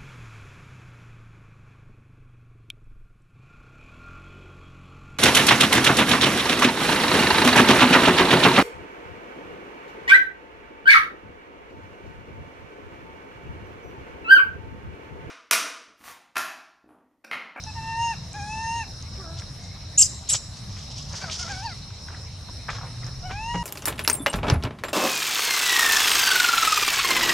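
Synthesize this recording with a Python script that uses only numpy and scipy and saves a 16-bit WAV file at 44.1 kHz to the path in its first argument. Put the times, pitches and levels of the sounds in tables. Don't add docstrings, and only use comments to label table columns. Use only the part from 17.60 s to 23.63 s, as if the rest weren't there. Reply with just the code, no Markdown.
import sys
import numpy as np
from scipy import signal
from scipy.fft import rfft, irfft, next_fast_len
from scipy.io import wavfile

SR = 44100
rng = np.random.default_rng(int(sys.argv[2]) if len(sys.argv) > 2 else 0)


def ratio_of_db(decibels):
    return 10 ** (np.asarray(decibels, float) / 20)


def unload_wav(signal):
    wavfile.write(
        sys.argv[1],
        SR,
        np.round(np.clip(np.atleast_2d(signal).T, -1, 1) * 32767).astype(np.int16),
    )


N = 265923

# (time [s], pitch [Hz], effort [dB], second partial extra [dB], third partial extra [dB])
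COO_CALLS = [
    [(.064, 880, -37.5, 0, 0), (.102, 865, -40, 0, 0), (.128, 880, -46, 0.0045, 0)],
    [(.152, 920, -41, 4, 0), (.176, 914, -35.5, 2, -6), (.212, 890, -39, -4, 1), (.292, 906.6, -32.5, 5, 0),
     (.36, 906, -32, 3, -1), (.405, 929, -25, 7, -2), (.45, 929.4, -25.5, -4, 1),
     (.492, 920.7, -29, 6.5, 5), (.548, 901, -29.5, 4.5, 0)],
    [(.738, 790, -38.5, 3, 3), (.77, 851, -38.5, 7, -15), (.805, 805, -37, 0, 3),
     (.85, 828, -38.5, 7.5, -12), (.922, 868, -35, -6, 4.5), (1.05, 909, -31.5, 6, -4.5),
     (1.085, 908, -30.5, 1, 1), (1.175, 933, -31, 9, 6), (1.249, 872, -34, 4, 4.5)],
    [(5.63, 680, -43, 2, -3), (5.662, 753, -36, -2, -10), (5.69, 717, -43, 1, -2),
     (5.758, 817, -38.5, 5.5, 0.5), (5.81, 876, -35, -5, 3.5), (5.85, 908, -34.5, -7, 5),
     (5.91, 949, -30.5, 13, 3.5), (5.96, 955, -32, 8, 0), (6.1, 947, -30, 6, 9)],
]
# (time [s], pitch [Hz], effort [dB], lowest partial extra [dB])
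WHIMPER_CALLS = [
    [(3.608, 743, -51, -8), (3.626, 772, -46, -2), (3.642, 767, -42, 2), (3.66, 700, -49.5, -6),
     (3.678, 650, -48, -3), (3.72, 628, -55.5, 0)],
    [(3.79, 678, -37, -12), (3.806, 733, -42, -7), (3.832, 716, -45, -14), (3.853, 649, -53, 0),
     (3.888, 707, -38.5, -11)],
    [(3.882, 725, -48, -2), (3.903, 823, -35.5, -4.5), (3.945, 738, -43, -4), (4.015, 773, -48.5, 5),
     (4.036, 894, -43.5, -4), (4.057, 935, -39.5, -1), (4.076, 870, -38.5, -2.5), (4.1, 755, -45, -1.5),
     (4.137, 642, -43, -14)],
]
# (frequency [Hz], level over effort [dB])
COO_MOUTH = [(950, -1.5), (1500, -11), (1810, -12.5), (1880, -24.5), (2250, -9), (2500, -8.5),
             (2950, -15.5), (3300, -24), (3700, -37)]
# (frequency [Hz], level over effort [dB])
WHIMPER_MOUTH = [(630, 5), (750, -1.5), (930, 8.5), (1250, 3.5), (1600, -1), (1870, -8.5), (2150, -8),
                 (2400, -8.5), (2800, -11)]
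# (frequency [Hz], level [dB])
OPEN_THROAT = [(4700, -11), (5300, 3), (5800, -3), (6400, 6), (7400, -9.5), (8300, -12), (9200, -4.5),
               (10500, -16.5), (12000, -23)]
# (frequency [Hz], level [dB])
TENSE_THROAT = [(2800, -26), (3900, -22), (4300, -8), (4650, 7.5), (4950, -12), (5600, -16), (6200, -30),
                (12000, -40)]
# (time [s], gain [dB])
MOUTH_OPENING = [(0, -19), (.36, -10), (.395, -4.5), (.55, 1.5), (.75, 0.5), (.9, 5.5), (1.0, 2),
                 (1.25, 4.5), (3.6, -5), (4.045, -17), (4.062, -3.5), (4.08, 2), (4.092, -10), (5.63, -14),
                 (5.79, -2), (5.85, 0), (6.03, 1)]
# (time [s], whistle [Hz], level [dB], roughness [0-1])
SQUEAL_CALLS = [
    [(2.3755, 6930, -22, 0.2), (2.3805, 6710, -16, 0), (2.385, 6740, -11.5, 0.2), (2.387, 7700, -12, .4),
     (2.398, 7380, -14, .3), (2.407, 7630, -12.5, .25), (2.42, 7490, -10.5, 0.5), (2.43, 5000, -15.5, 0.28),
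     (2.44, 4700, -36, 0.8)],
    [(2.689, 6540, -28, .5), (2.701, 7530, -20, 0.2), (2.712, 7900, -24.5, 0.2), (2.724, 7800, -19.5, 0.3),
     (2.734, 7450, -19.5, 0.27), (2.74, 6640, -21, 0), (2.745, 6500, -43, 0.6), (2.766, 5500, -30, 0.1),
     (2.769, 5000, -43, .9)],
]
# (frequency [Hz], share [0-1], grip delay [s], own level under whistle [dB], whistle's octave [dB])
SQUEAL_UNDERTONES = [
    (2795, 0.05, 0.0037, -27.5, -42),
    (1920, 0.86, 0.016, -54, -23),
]
# (start [s], rate [beats/s], depth [0-1])
FOLD_FLUTTERS = [
    (2.392, 550, 0.1),
    (2.728, 520, 0.3),
]
# (time [s], half length [s], level change [dB])
WHISTLE_CATCHES = [(2.382, .0009, 7), (2.3872, .0006, 6), (2.3898, .0016, -11), (2.3928, .0006, 7),
                   (2.3946, .0006, 8), (2.406, .0014, 4), (2.409, .0004, -12), (2.4135, .0004, -12),
                   (2.4187, .0005, -9), (2.7318, .0005, -8), (2.7345, .0005, -8), (2.737, .0007, 4)]
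# (frequency [Hz], width [Hz], level [dB])
MOUTH_RASP = [(2970, 900, -13), (5000, 2400, -12), (6500, 2500, 0.5), (7800, 1000, 4), (8500, 660, 1),
              (10780, 2200, -6.5), (14100, 350, -5)]
# (time [s], pitch [Hz], effort [dB])
GRUNT_CALLS = [
    [(1.575, 382, -57), (1.612, 392, -51), (1.632, 355.5, -56), (1.665, 323, -44), (1.72, 330, -48.5),
     (1.775, 336, -53.5), (1.85, 367, -62)],
]
# (frequency [Hz], level over effort [dB])
GRUNT_MOUTH = [(330, -9), (385, 4), (660, -5), (720, 0), (1000, -14), (1160, 1), (1330, -8), (1450, -1),
               (1650, -15)]
# (peak time [s], rise [s], fall [s], bright crackle [dB], duller part relative [dB])
LEAF_STROKES = [(1.417, 0.014, 0.017, -54, -8), (1.798, 0.03, 0.01, -41.5, -2),
                (2.04, 0.038, 0.06, -46, -17), (2.706, 0.033, 0.054, -42, 7),
                (2.757, 0.049, 0.025, -29.5, -1), (2.972, 0.05, 0.045, -46.5, -6),
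                (3.2, 0.17, 0.15, -45.5, -2), (3.322, 0.021, 0.01, -42, -4),
                (3.382, 0.046, 0.12, -43, -0.5), (3.566, 0.09, 0.24, -37, -6.5),
                (3.714, 0.015, .02, -45, 6), (3.729, .02, 0.022, -38.5, 3), (3.748, 0.042, 0.023, -35, -4),
                (3.795, 0.042, 0.044, -35, -6.5), (3.812, 0.014, 0.056, -36, -11),
                (3.906, 0.11, 0.29, -41.5, -3), (5.105, 0.0096, .12, -49.5, 5), (5.17, 0.059, .05, -56, 0),
                (5.722, 0.022, 0.037, -48.5, 4)]
# (peak time [s], rise [s], fall [s], dull crackle [dB])
SCUFF_STROKES = [(2.748, 0.049, 0.016, -46), (3.54, 0.083, 0.083, -55.5), (3.635, 0.052, 0.093, -50),
                 (3.89, 0.38, 0.14, -54.5), (4.5, 0.021, 0.19, -58), (5.115, 0.036, 0.067, -47.5),
                 (5.18, .05, 0.034, -61), (5.225, 0.08, 0.27, -57), (5.44, 0.022, 0.22, -58),
                 (5.712, 0.025, 0.027, -46.5), (5.946, 0.015, 0.043, -45.5)]
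# (time [s], peak [dB], pitch [Hz], ringing [cycles])
LEAF_SNAPS = [
    (0.0373, -16, 5900, 4.2),
    (2.0393, -31, 7200, 5.5),
    (3.4276, -24, 6800, 9),
    (3.902, -23, 6800, 9),
    (5.0983, -42, 6800, 9),
]
# (time [s], peak [dB], pitch [Hz], ringing [cycles])
LEAF_CRACKS = [(.7312, -26, 6500, 4.8), (.7314, -32, 8000, 5), (3.7112, -29, 5330, 8),
               (3.855, -32, 6000, 8), (3.918, -25, 6200, 8), (1.4245, -27, 5750, 6.6),
               (1.7882, -27, 4930, 7.6), (1.7965, -32, 6500, 6), (1.803, -34, 6500, 6),
               (3.3158, -33, 5300, 12), (3.3632, -32, 5320, 8), (3.3837, -24, 5840, 8),
               (3.5314, -24, 5500, 8), (3.7893, -29, 5340, 8.7), (3.828, -20, 5570, 11),
               (5.4435, -25, 5250, 12), (5.4655, -27.5, 6100, 18), (5.9563, -28, 5700, 9.2)]
# (time [s], peak [dB], pitch [Hz], ringing [cycles])
TWIG_KNOCKS = [(1.774, -36, 3100, 12), (3.6975, -21, 2900, 15), (5.087, -25, 674, 6), (5.95, -27, 356, 4.9),
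               (1.8192, -36, 1155, 5.7), (1.8195, -32.5, 1800, 5.4), (3.1662, -34.5, 1740, 29),
               (4.3041, -38, 1300, 5.5), (4.4838, -33, 2300, 3), (4.4845, -28.5, 1310, 5),
               (4.5456, -30.5, 1300, 7.2), (4.8864, -34, 1030, 1.4), (4.89, -34.5, 794, 5.4),
               (4.5, -45, 900, 3), (5.0834, -21, 1330, 17), (5.0883, -20, 1660, 13),
               (5.0925, -17.5, 1580, 5.9), (5.099, -22, 1650, 5), (5.1035, -18, 1470, 5),
               (5.183, -29, 1200, 3), (5.1891, -28, 1100, 3), (5.212, -29, 900, 4.3),
               (5.232, -28.5, 890, 9.5), (5.4321, -31.5, 1510, 8.2), (5.7114, -24, 1880, 10),
               (5.9443, -44, 640, 4.4)]
# (frequency [Hz], level [dB], decay T60 [s])
THUMP_MODES = [(176.7, -26, 0.47), (497, -35.5, 0.18), (709, -44, 0.18), (810, -29.5, 0.051),
               (1330, -38, 0.046)]
# (time [s], length [s], start pitch [Hz], end pitch [Hz], level [dB])
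BIRD_NOTES = [
    (1.44, 0.11, 2170, 2250, -64),
    (1.985, 0.09, 2236, 2050, -61.5),
    (2.05, 0.21, 2100, 2250, -66),
]
# (frequency [Hz], level [dB])
FLAT_RESPONSE = [(100, 0), (2000, 0)]
# (low edge [Hz], high edge [Hz], level [dB], rate [pulses/s])
CICADA_CHORUSES = [
    (3712, 4376, -51.5, 350),
    (5006, 5720, -47.5, 280),
    (5600, 6700, -60.5, 280),
]
# (frequency [Hz], density [dB per Hz])
FOREST_SPECTRUM = [(20, -10), (45, -3), (92, 5), (150, -1.5), (220, -15.5), (320, -26.5), (600, -24.5),
                   (1000, -26), (1500, -31.5), (2500, -30.5), (3300, -34.5), (7000, -35), (10000, -35.5),
                   (15500, -47)]
# (frequency [Hz], likeness [0-1])
CHANNEL_LIKENESS = [(30, 0.93), (80, 0.99), (125, 0.99), (250, 0.84), (500, 0.78), (1000, 0.83),
                    (4000, 0.55), (8000, 0.018), (14000, 0.032)]


def infant():
    calls = voice(COO_CALLS, wobble=0.00268, shimmer_db=0.63, hoarse=0.016, mouth=COO_MOUTH, count=4,
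                  index=1, throat=OPEN_THROAT, top_db=-58.0, top_gain=1.0)
    calls += voice(WHIMPER_CALLS, wobble=0.0049, shimmer_db=1.15, drop_s=0.0088, sag=.02, hoarse=0.13,
                   mouth=WHIMPER_MOUTH, count=3, throat=TENSE_THROAT, top_db=-34.0, top_gain=1.05)
    echo_delay_s, echo_db = .05, -28
    return calls + ratio_of_db(echo_db) * np.pad(calls, (round(echo_delay_s * SR), 0))[:N]


def voice(calls, wobble, shimmer_db, mouth, count, throat=None, top_db=-25, top_gain=1.5,
          drop_s=0.04, sag=0.23, hoarse=0, index=0):
    onset_s, onset_db, drop_db = 0.014, 9, 19.5
    full_sag_s = .2
    out = np.zeros(N)
    for rows in calls:
        i, (hz, effort_db, *extra_db), fade = spread(rows)
        t = i / SR
        early = np.clip(1 - (t - rows[0][0]) / onset_s, 0, 1)
        late = np.clip(1 - (rows[-1][0] - t) / drop_s, 0, 1)
        effort_db = effort_db - onset_db * early - drop_db * late ** 2
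        pitch_drop = sag * min(1, len(i) / SR / full_sag_s) * late ** 2.97
        hz = hz * (1 - pitch_drop) * (1 + wobble * drift(71, size=len(i)))
        phase = 2 * np.pi * np.cumsum(hz) / SR
        levels_db = [effort_db + at_hz(mouth, k * hz) for k in range(1, count + 1)]
        for k, db in enumerate(extra_db, index):
            levels_db[k] = levels_db[k] + db
        if throat:
            opening_db = np.interp(t, *np.transpose(MOUTH_OPENING))
            strain_db = top_db + top_gain * (effort_db + 34.5) + opening_db
            levels_db += [strain_db + at_hz(throat, k * hz) for k in range(count + 1, 13)]
        for k, level_db in enumerate(levels_db):
            flicker_db = shimmer_db * (1 + 2.0 * (k > 0)) * drift(34, size=len(i))
            uneven = 1 + hoarse * drift(155, size=len(i))
            partial = np.sqrt(2) * np.sin((k + 1) * phase)
            out[i] += fade * ratio_of_db(level_db + flicker_db) * uneven * partial
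    return out


def squeals():
    out = np.zeros(N)
    grip_fade_s, lumps_db = 0.015, 3.2
    for rows, undertone, flutter in zip(SQUEAL_CALLS, SQUEAL_UNDERTONES, FOLD_FLUTTERS):
        low_hz, grip, grip_s, leak_db, octave_db = undertone
        from_s, per_s, depth = flutter
        i, (hz, level_db, rough), fade = spread(rows, fade_s=0.00064)
        t = i / SR
        beats = np.sin(2 * np.pi * np.cumsum(per_s * (1 + 0.12 * drift(69, size=len(i)))) / SR)
        fade = fade * (1 + depth * beats * np.clip((t - from_s) / .002, 0, 1))
        level_db = level_db + sum(db * np.exp(-((t - s) / half_s) ** 2) for s, half_s, db in WHISTLE_CATCHES)
        rough = np.clip(rough, 0, 1)
        share = grip * np.exp(-(((i - i[0]) / SR - grip_s) / grip_fade_s) ** 2)
        low_hz = low_hz * (1 + 0.015 * drift(85, size=len(i)))
        phase, low = 2 * np.pi * np.cumsum([hz, low_hz], axis=1) / SR
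        scramble = np.sqrt(1 - rough ** 2) + 0.49 * rough * drift(540, size=len(i))
        whistle = np.sin(phase) + ratio_of_db(octave_db) * np.sin(2 * phase)
        side_tones = 1 + share * (np.sin(low) + 0.33 * np.sin(2 * low))
        tone = scramble * whistle * side_tones
        leak = ratio_of_db(leak_db) * np.sin(low) * (1 + .5 * drift(200, size=len(i)))
        puffs = rng.standard_normal(len(i)) * ratio_of_db(lumps_db * drift(232, size=len(i)))
        rasp = np.zeros(len(i))
        for k, (rasp_hz, width_hz, db) in enumerate(MOUTH_RASP):
            formant = resonate(resonate(puffs, rasp_hz, width_hz), rasp_hz, width_hz)
            rasp += ratio_of_db(db) * formant * (-1) ** k
        out[i] += fade * ratio_of_db(level_db) * (np.sqrt(2) * tone + leak + 1.7 * rough * rms_one(rasp))
    return out


def adult():
    return voice(GRUNT_CALLS, wobble=0.0059, shimmer_db=0.96, hoarse=0.37, mouth=GRUNT_MOUTH, count=5)


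def litter():
    leaves = crackle(strokes(LEAF_STROKES), [(4350, 6200), (2950, 5100)], per_s=10000, uneven_db=0.0)
    scuffs = crackle(strokes(SCUFF_STROKES), [(400, 1810)], per_s=7900, uneven_db=-1.5)
    return leaves + ratio_of_db(8.5) * scuffs


def strokes(events):
    edge_db = 15.5
    return [[(s - rise, db - edge_db, *colour), (s, db, *colour), (s + fall, db - edge_db, *colour)]
            for s, rise, fall, db, *colour in events]


def crackle(spans, bands_hz, per_s, uneven_db):
    sizes = ratio_of_db(uneven_db * np.minimum(rng.exponential(1, (2, N)), 5))
    grains = sizes * rng.standard_normal((2, N))
    grains = grains * (rng.random((2, N)) < per_s / SR) * ratio_of_db(1.9 * drift(41))
    out = np.zeros((2, N))
    for k, (low_hz, high_hz) in enumerate(bands_hz):
        part = rms_one(band(grains, low_hz, high_hz))
        level = np.zeros(N)
        for rows in spans:
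            i, columns, fade = spread(rows)
            level[i] += ratio_of_db(columns[0] + (columns[k] if k else 0)) * fade
        out += level * (part[0] + 0.25 * part[1] * [[1], [-1]])
    return out


def breakages():
    return (snaps(LEAF_SNAPS, gain_db=-8.5, octaves=0.11) + snaps(LEAF_CRACKS, gain_db=-2.5, octaves=0.23)
            + snaps(TWIG_KNOCKS, gain_db=-5.0, octaves=0.52))


def snaps(events, gain_db, octaves):
    out, t = np.zeros(N + 2000), np.arange(2000) / SR
    first_break = 2.2 * (t == 0)
    for s, peak_db, hz, cycles in events:
        splinter = (rng.standard_normal(2000) + first_break) * np.exp(-t * hz / cycles)
        burst = band(splinter, hz / 2 ** octaves, hz * 2 ** octaves, order=3)
        out[round(s * SR):][:2000] += ratio_of_db(peak_db + gain_db) * burst / np.abs(burst).max()
    return out[:N]


def thump():
    click = np.zeros(N)
    click[round(5.946 * SR)] = -1
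    return sum(ratio_of_db(level_db) * ring(click, hz, t60) for hz, level_db, t60 in THUMP_MODES)


def bird():
    notes = [[(s, start_hz, db), (s + length, end_hz, db)] for s, length, start_hz, end_hz, db in BIRD_NOTES]
    return voice(notes, wobble=0.011, shimmer_db=4.5, sag=0, hoarse=0.26, mouth=FLAT_RESPONSE, count=1)


def engine():
    rev = [(5.15, 106.5, -40), (5.62, 132.3, -40)]      # (time [s], pitch [Hz], level [dB])
    return voice([rev], wobble=0.01, shimmer_db=0.5, mouth=FLAT_RESPONSE, count=1)


def cicadas():
    out = np.zeros((2, N))
    for low_hz, high_hz, level_db, per_s in CICADA_CHORUSES:
        pulse = np.sin(2 * np.pi * np.cumsum(per_s * (1 + 0.0449 * drift(8.9))) / SR)
        swell_db = 1.1 * drift(3.3) + 1.2 * drift(16)
        gated = rng.standard_normal((2, N)) * (1 + .5 * pulse)
        mid, side = band(gated, low_hz, high_hz, order=3)
        out += ratio_of_db(level_db + swell_db) * rms_one(mid + 0.65 * side * [[1], [-1]])
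    return out


def forest():
    traffic, air = 0, 0
    edges = 20 * 2 ** np.arange(0, 9.7, 1 / 3)
    white = rng.standard_normal((2, 2, N + 8000))
    breeze_db = 7.5 * np.clip((np.arange(N) / SR - 5.36) / 0.2, 0, 1)
    for k, (low_hz, high_hz) in enumerate(zip(edges, edges[1:])):
        mid, side = band(white[k % 2], low_hz, high_hz)[:, 8000:]
        hz = np.sqrt(low_hz * high_hz)
        alike = np.clip(at_hz(CHANNEL_LIKENESS, hz), 0, 1)
        level = ratio_of_db(at_hz(FOREST_SPECTRUM, hz) + 2.26 * drift(7.3))
        layer = level * (np.sqrt(1 + alike) * mid + np.sqrt(1 - alike) * side * [[1], [-1]])
        if hz < 60:
            layer = layer * ratio_of_db(breeze_db)
        if hz < 220:
            traffic = traffic + layer
        else:
            air = air + layer
    scale = np.sqrt(np.mean(traffic ** 2))
    return (traffic * ratio_of_db(-39.5) + air * ratio_of_db(-35.5)) / scale


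def trees(x):
    t60_s, near_echo_s = 0.5, 0.053
    t = np.arange(round(.6 * SR)) / SR
    shape = ratio_of_db(-60 * t / t60_s) + ratio_of_db(4.5) * np.clip((near_echo_s - t) / 0.017, 0, 1)
    shape = shape * np.clip(t / 0.0043, 0, 1)
    tail = band(rng.standard_normal((2, len(t))) * shape, 2300, 12000, order=1)
    tail = tail + 0.38 * tail[::-1]
    return signal.fftconvolve(x[None], tail / np.sqrt(np.sum(tail[0] ** 2)), axes=1)[:, :N]


def capsules(x, pan_db):
    lag_s = 2.1e-5
    size = next_fast_len(N)
    turn = np.exp(-2j * np.pi * np.fft.rfftfreq(size, 1 / SR) * lag_s)
    late = irfft(rfft(x, size) * turn, size)[:N]
    return np.array([x * ratio_of_db(pan_db / 2), late * ratio_of_db(-pan_db / 2)])


def at_hz(points, hz):
    return np.interp(np.log(hz), np.log(np.array(points)[:, 0]), np.array(points)[:, 1])


def rms_one(x):
    return x / np.sqrt(np.mean(x ** 2) + 1e-20)


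def spread(rows, fade_s=0.00031):
    s, *columns = np.transpose(rows)
    i = np.arange(max(round(s[0] * SR), 0), min(round(s[-1] * SR), N))
    fade = np.clip(np.minimum(i - i[0], i[-1] - i) / (fade_s * SR), 0, 1)
    return i, [np.interp(i / SR, s, c) for c in columns], fade


def drift(rate_hz, size=N):
    r = np.exp(-2 * np.pi * rate_hz / SR)
    noise = rng.standard_normal(size + 8000)
    return rms_one(signal.lfilter([1], [1, -2 * r, r * r], noise)[8000:])


def band(x, low_hz, high_hz, order=2):
    edges_hz = [low_hz, min(high_hz, .45 * SR)]
    return signal.sosfilt(signal.butter(order, edges_hz, "band", fs=SR, output="sos"), x)


def ring(clicks, hz, t60):
    r, w = ratio_of_db(-60 / (t60 * SR)), 2 * np.pi * hz / SR
    return signal.lfilter([0, np.sin(w)], [1, -2 * r * np.cos(w), r * r], clicks + 1e-18)


def resonate(x, hz, width_hz):
    r = np.exp(-np.pi * width_hz / SR)
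    poles = [1, -2 * r * np.cos(2 * np.pi * hz / SR), r * r]
    return signal.lfilter(np.array([1, 0, -1]) * (1 - r * r) / 2, poles, x)


def scene():
    calls, shrill = infant(), squeals()
    others = adult() + bird() + breakages() + thump()
    echo = trees(ratio_of_db(-10.5) * calls + ratio_of_db(-16.5) * others + ratio_of_db(-11.5) * shrill)
    near = capsules(calls + others + shrill, pan_db=0.9)
    return near + echo + litter() + engine() + cicadas() + forest()


def roll_off(x):
    return signal.sosfilt(signal.butter(12, 15720, fs=SR, output="sos"), x)


def record(dry):
    dull = signal.sosfilt(signal.butter(4, 11500, fs=SR, output="sos"), dry) + ratio_of_db(-14) * dry
    rounded = .95 * np.tanh(dull / .95)
    finished = signal.sosfilt(signal.cheby2(12, 60, 16400, fs=SR, output="sos"), rounded)
    return roll_off(finished)


dry = scene()
out = record(dry)
unload_wav(out)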